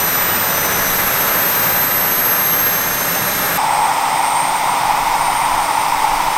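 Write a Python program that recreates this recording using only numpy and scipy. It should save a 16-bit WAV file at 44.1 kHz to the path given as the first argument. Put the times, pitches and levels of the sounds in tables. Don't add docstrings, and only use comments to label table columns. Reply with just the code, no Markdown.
import sys
import numpy as np
from scipy import signal
from scipy.fft import rfft, irfft, next_fast_len
from scipy.io import wavfile
from scipy.ndimage import uniform_filter1d

SR = 44100
rng = np.random.default_rng(int(sys.argv[2]) if len(sys.argv) > 2 else 0)


def wav_out(sig):
    wavfile.write(sys.argv[1], SR, np.round(np.clip(np.atleast_2d(sig).T, -1, 1) * 32767).astype(np.int16))


N = 280917
TIME = np.arange(N) / SR
FAR_START_S = 3.576
COMPRESSOR_ORDER, GEAR_RATIO, TAIL_RATIO, ROTOR_RATIO = 12, 0.1955, 0.0798, 0.01395

# (time [s], pitch [Hz])
NEAR_WHINE_PITCH = [(0.0, 11979), (0.15, 12007), (0.5, 12108), (1.0, 12214), (1.5, 12309), (2.0, 12405),
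                    (2.5, 12488), (3.0, 12569), (3.57, 12684)]
FAR_WHINE_PITCH = [(3.58, 8475), (4.0, 8543), (4.5, 8639), (5.0, 8734), (5.5, 8835), (6.0, 8944),
                   (6.37, 9034)]
# (time [s], level [dB])
NEAR_WHINE_LEVEL = [(0.0, -20), (0.17, -18), (0.68, -22.6), (0.86, -19.5), (1.15, -19.8), (1.65, -17),
                    (2.66, -17), (2.82, -21.3), (3.57, -23)]
FAR_WHINE_LEVEL = [(3.58, -33), (3.85, -29), (4.0, -37), (4.32, -29), (4.58, -30), (5.08, -43), (5.24, -32),
                   (6.0, -36), (6.37, -35)]
# (time [s], level [dB])
WHISTLE_6_LEVEL = [(0.0, -30.5), (0.15, -35), (0.36, -43), (0.56, -28.3), (0.88, -30), (1.2, -34.5),
                   (1.9, -37), (3.0, -30.6), (3.57, -42)]
WHISTLE_14_LEVEL = [(0.0, -49), (0.37, -35.8), (0.53, -44), (1.02, -33.5), (1.28, -50), (1.9, -57)]
# (start [s], hold [s], lift [dB])
HOWL_SURGES = [(3.71, 0.16, 2.5), (4.854, 0.071, 3), (6.02, 0.04, 1.5)]
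# (frequency [Hz], relative density [dB])
NEAR_ROAR_SPECTRUM = [(55, -17), (88, -5.5), (125, -4.5), (220, -7), (280, -4.5), (350, -6.5), (620, -2),
                      (740, -4.5), (820, 1), (1080, -2), (1330, 0), (1450, -2.5), (1680, -1.5), (2750, -10)]
FAR_ROAR_SPECTRUM = [(65, -16), (115, -6.5), (160, -2), (220, -9.5), (350, -7.5), (470, -7), (600, -3.5),
                     (800, 8), (1130, 6), (1380, 2), (1620, -5.5), (2000, 0), (2300, -1), (2850, -10.5)]
# (frequency [Hz], relative density [dB])
NEAR_HISS_SPECTRUM = [(2850, -8.5), (3400, -4), (4000, -2.5), (4400, -7.5), (5200, -4), (6200, -4),
                      (7400, -8), (8800, 0), (9650, -9.5), (10700, -14), (12100, -3.5), (12900, -2.5),
                      (14400, -16.5), (15700, -14)]
FAR_HISS_SPECTRUM = [(2700, -9), (3050, -1.5), (3600, -0.5), (4350, -6.5), (5000, -1), (6300, -5.5),
                     (6900, -9), (8600, -3.5), (9400, -9), (10700, -12.5), (12500, -8.5), (14400, -9),
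                     (15700, -14)]
# (time [s], lift [dB])
NEAR_JET_LIFT = [(0.0, 0), (1.3, 1), (1.75, -0.5), (2.9, -1.4), (3.57, 0.5)]
# (multiple of its rate, level [dB])
NEAR_SHAFT_TONES = [(2, -39), (9, -55), (10, -48), (11, -54)]
FAR_SHAFT_TONES = [(6, -58.5), (8, -65), (10, -52)]
# (multiple of its rate, level [dB])
NEAR_GEAR_TONES = [(2, -46.5), (8, -41.5), (15, -48), (16, -56), (19, -49), (20, -50.5)]
FAR_GEAR_TONES = [(2, -42), (4, -45.5), (18, -43.5), (20, -48.5), (22, -52.5), (26, -49), (30, -54),
                  (40, -52)]
# (multiple of its rate, level [dB])
NEAR_TAIL_TONES = [(2, -46), (7, -40), (21, -40.5), (22, -42)]
# (frequency [Hz], relative density [dB])
WIND_SPECTRUM = [(8, -4), (14, 5), (22, -5), (32, -5.5), (48, -17), (80, -18), (200, -45)]
# (start [s], hold [s], level [dB])
WIND_GUSTS = [(0.18, 0.12, -38), (0.547, 0.55, -38), (3.72, 0.091, -40), (4.8, 0.6, -34.5),
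              (5.49, 0.06, -29), (5.88, 0.38, -34)]


def near_helicopter():
    shaft = shaft_angle(NEAR_WHINE_PITCH, hunting=0.00033)
    jet_db, = curves(NEAR_JET_LIFT)
    roar = from_db(-20 + jet_db + 0.35 * drift(6.7)) * coloured_noise(NEAR_ROAR_SPECTRUM)
    hiss = from_db(-24 + 0.71 * jet_db) * coloured_noise(NEAR_HISS_SPECTRUM)
    fuselage = from_db(-36) * cavity_noise(centre_hz=178.6, width_hz=40, lumpiness=0.25)
    compressor = whine(COMPRESSOR_ORDER * shaft, NEAR_WHINE_LEVEL,
                       flutter_db=0.72, fading_db=0.5, scatter=0.065, scatter_hz=110)
    whistles = whine(6 * shaft, WHISTLE_6_LEVEL,
                     flutter_db=2.5, fading_db=0.4, scatter=0.14, scatter_hz=60)
    whistles += whine(14 * shaft, WHISTLE_14_LEVEL,
                      flutter_db=1.6, fading_db=0.6, scatter=0.15, scatter_hz=60)
    drive = drive_tones(shaft, NEAR_SHAFT_TONES, waver_db=0.5)
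    drive += drive_tones(GEAR_RATIO * shaft, NEAR_GEAR_TONES, waver_db=5.0)
    drive += drive_tones(TAIL_RATIO * shaft, NEAR_TAIL_TONES, waver_db=-2.5)
    return rotor_chop(shaft, depth_db=0.4) * (roar + hiss + compressor + whistles) + fuselage + drive


def far_helicopter():
    shaft = shaft_angle(FAR_WHINE_PITCH, hunting=0.0001)
    roar = from_db(-20) * coloured_noise(FAR_ROAR_SPECTRUM)
    hiss = from_db(-28) * coloured_noise(FAR_HISS_SPECTRUM)
    compressor = whine(COMPRESSOR_ORDER * shaft, FAR_WHINE_LEVEL,
                       flutter_db=0.9, fading_db=1.8, scatter=0.22, scatter_hz=110)
    drive = drive_tones(shaft, FAR_SHAFT_TONES, waver_db=4.0)
    drive += drive_tones(GEAR_RATIO * shaft, FAR_GEAR_TONES, waver_db=-0.5)
    return rotor_chop(shaft, depth_db=0.2) * (roar + hiss + compressor) + drive + exhaust_howl()


def shaft_angle(whine_pitch, hunting):
    whine_hz, = curves(whine_pitch)
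    shaft_hz = whine_hz / COMPRESSOR_ORDER * (1 + hunting * drift(8.8))
    return 2 * np.pi * np.cumsum(shaft_hz) / SR


def whine(angle, level, flutter_db, fading_db, scatter, scatter_hz):
    level_db, = curves(level)
    tone = np.sin(angle) * (1 + scatter * drift(scatter_hz))
    tone += np.cos(angle) * scatter * drift(scatter_hz)
    return from_db(level_db + flutter_db * drift(32) + fading_db * drift(7.9)) * unit_rms(tone)


def exhaust_howl(start_hz=871, rise_hz_per_s=15):
    centre_hz = start_hz + rise_hz_per_s * (TIME - FAR_START_S)
    surge_db = sum(lift_db * envelope(start, hold, attack_s=0.023, release_s=0.025)
                   for start, hold, lift_db in HOWL_SURGES)
    return from_db(-18 + surge_db) * cavity_noise(centre_hz, width_hz=174, lumpiness=0.51)


def cavity_noise(centre_hz, width_hz, lumpiness):
    lowpass = signal.butter(2, width_hz / 2, fs=SR, output="sos")
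    swell = signal.sosfilt(lowpass, rng.standard_normal(N) + 1j * rng.standard_normal(N))
    local_power = uniform_filter1d(np.abs(swell) ** 2, SR // 8)
    swell /= local_power ** ((1 - lumpiness) / 2)
    angle = 2 * np.pi * np.cumsum(centre_hz * np.ones(N)) / SR
    return unit_rms(np.real(swell * np.exp(1j * angle)))


def drive_tones(angle, tones, waver_db):
    return sum(np.sqrt(2) * from_db(level_db + waver_db * drift(6.3)) * np.sin(multiple * angle)
               for multiple, level_db in tones)


def rotor_chop(shaft, depth_db):
    rotor = ROTOR_RATIO * shaft
    return from_db(depth_db * (np.sin(2 * rotor) + np.sin(rotor + np.pi / 4)))


def wind(breeze_db=-44.5, waver_db=1.5):
    gust_power = sum((from_db(level_db) * envelope(start, hold, attack_s=0.037, release_s=0.06)) ** 2
                     for start, hold, level_db in WIND_GUSTS)
    strength = np.sqrt(from_db(breeze_db) ** 2 + gust_power)
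    return strength * from_db(waver_db * drift(6)) * coloured_noise(WIND_SPECTRUM)


def coloured_noise(spectrum):
    size = next_fast_len(N)
    octave = np.log2(np.maximum(np.arange(size // 2 + 1) * SR / size, 1))
    hz, level_db = np.transpose(spectrum)
    octaves_outside = np.abs(octave - np.clip(octave, np.log2(hz[0]), np.log2(hz[-1])))
    gain = from_db(np.interp(octave, np.log2(hz), level_db) - 48 * octaves_outside)
    return unit_rms(irfft(rfft(rng.standard_normal(size)) * gain, size)[:N])


def drift(corner_hz):
    step, settling = 8, 8000
    pole = np.exp(-2 * np.pi * corner_hz * step / SR)
    noise = rng.standard_normal(N // step + settling + 2)
    slow = signal.lfilter([1], [1, -2 * pole, pole * pole], noise)[settling:]
    return np.interp(np.arange(N) / step, np.arange(len(slow)), unit_rms(slow))


def envelope(start, hold, attack_s, release_s):
    rise = np.clip((TIME - start) / attack_s, 0, 1)
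    return rise * np.exp(-np.maximum(TIME - start - hold, 0) / release_s)


def curves(rows):
    times, *columns = np.transpose(rows)
    return [np.interp(TIME, times, column) for column in columns]


def from_db(db):
    return 10 ** (np.asarray(db) / 20)


def unit_rms(x):
    return x / np.sqrt(np.mean(x ** 2) + 1e-20)


def scene():
    mono = np.where(TIME < FAR_START_S, near_helicopter(), far_helicopter()) + wind()
    return np.array([mono, mono])


def record(dry, cutoff_hz=15750):
    return signal.sosfilt(signal.ellip(12, 0.1, 80, cutoff_hz, fs=SR, output="sos"), dry)


dry = scene()
out = record(dry)
wav_out(out)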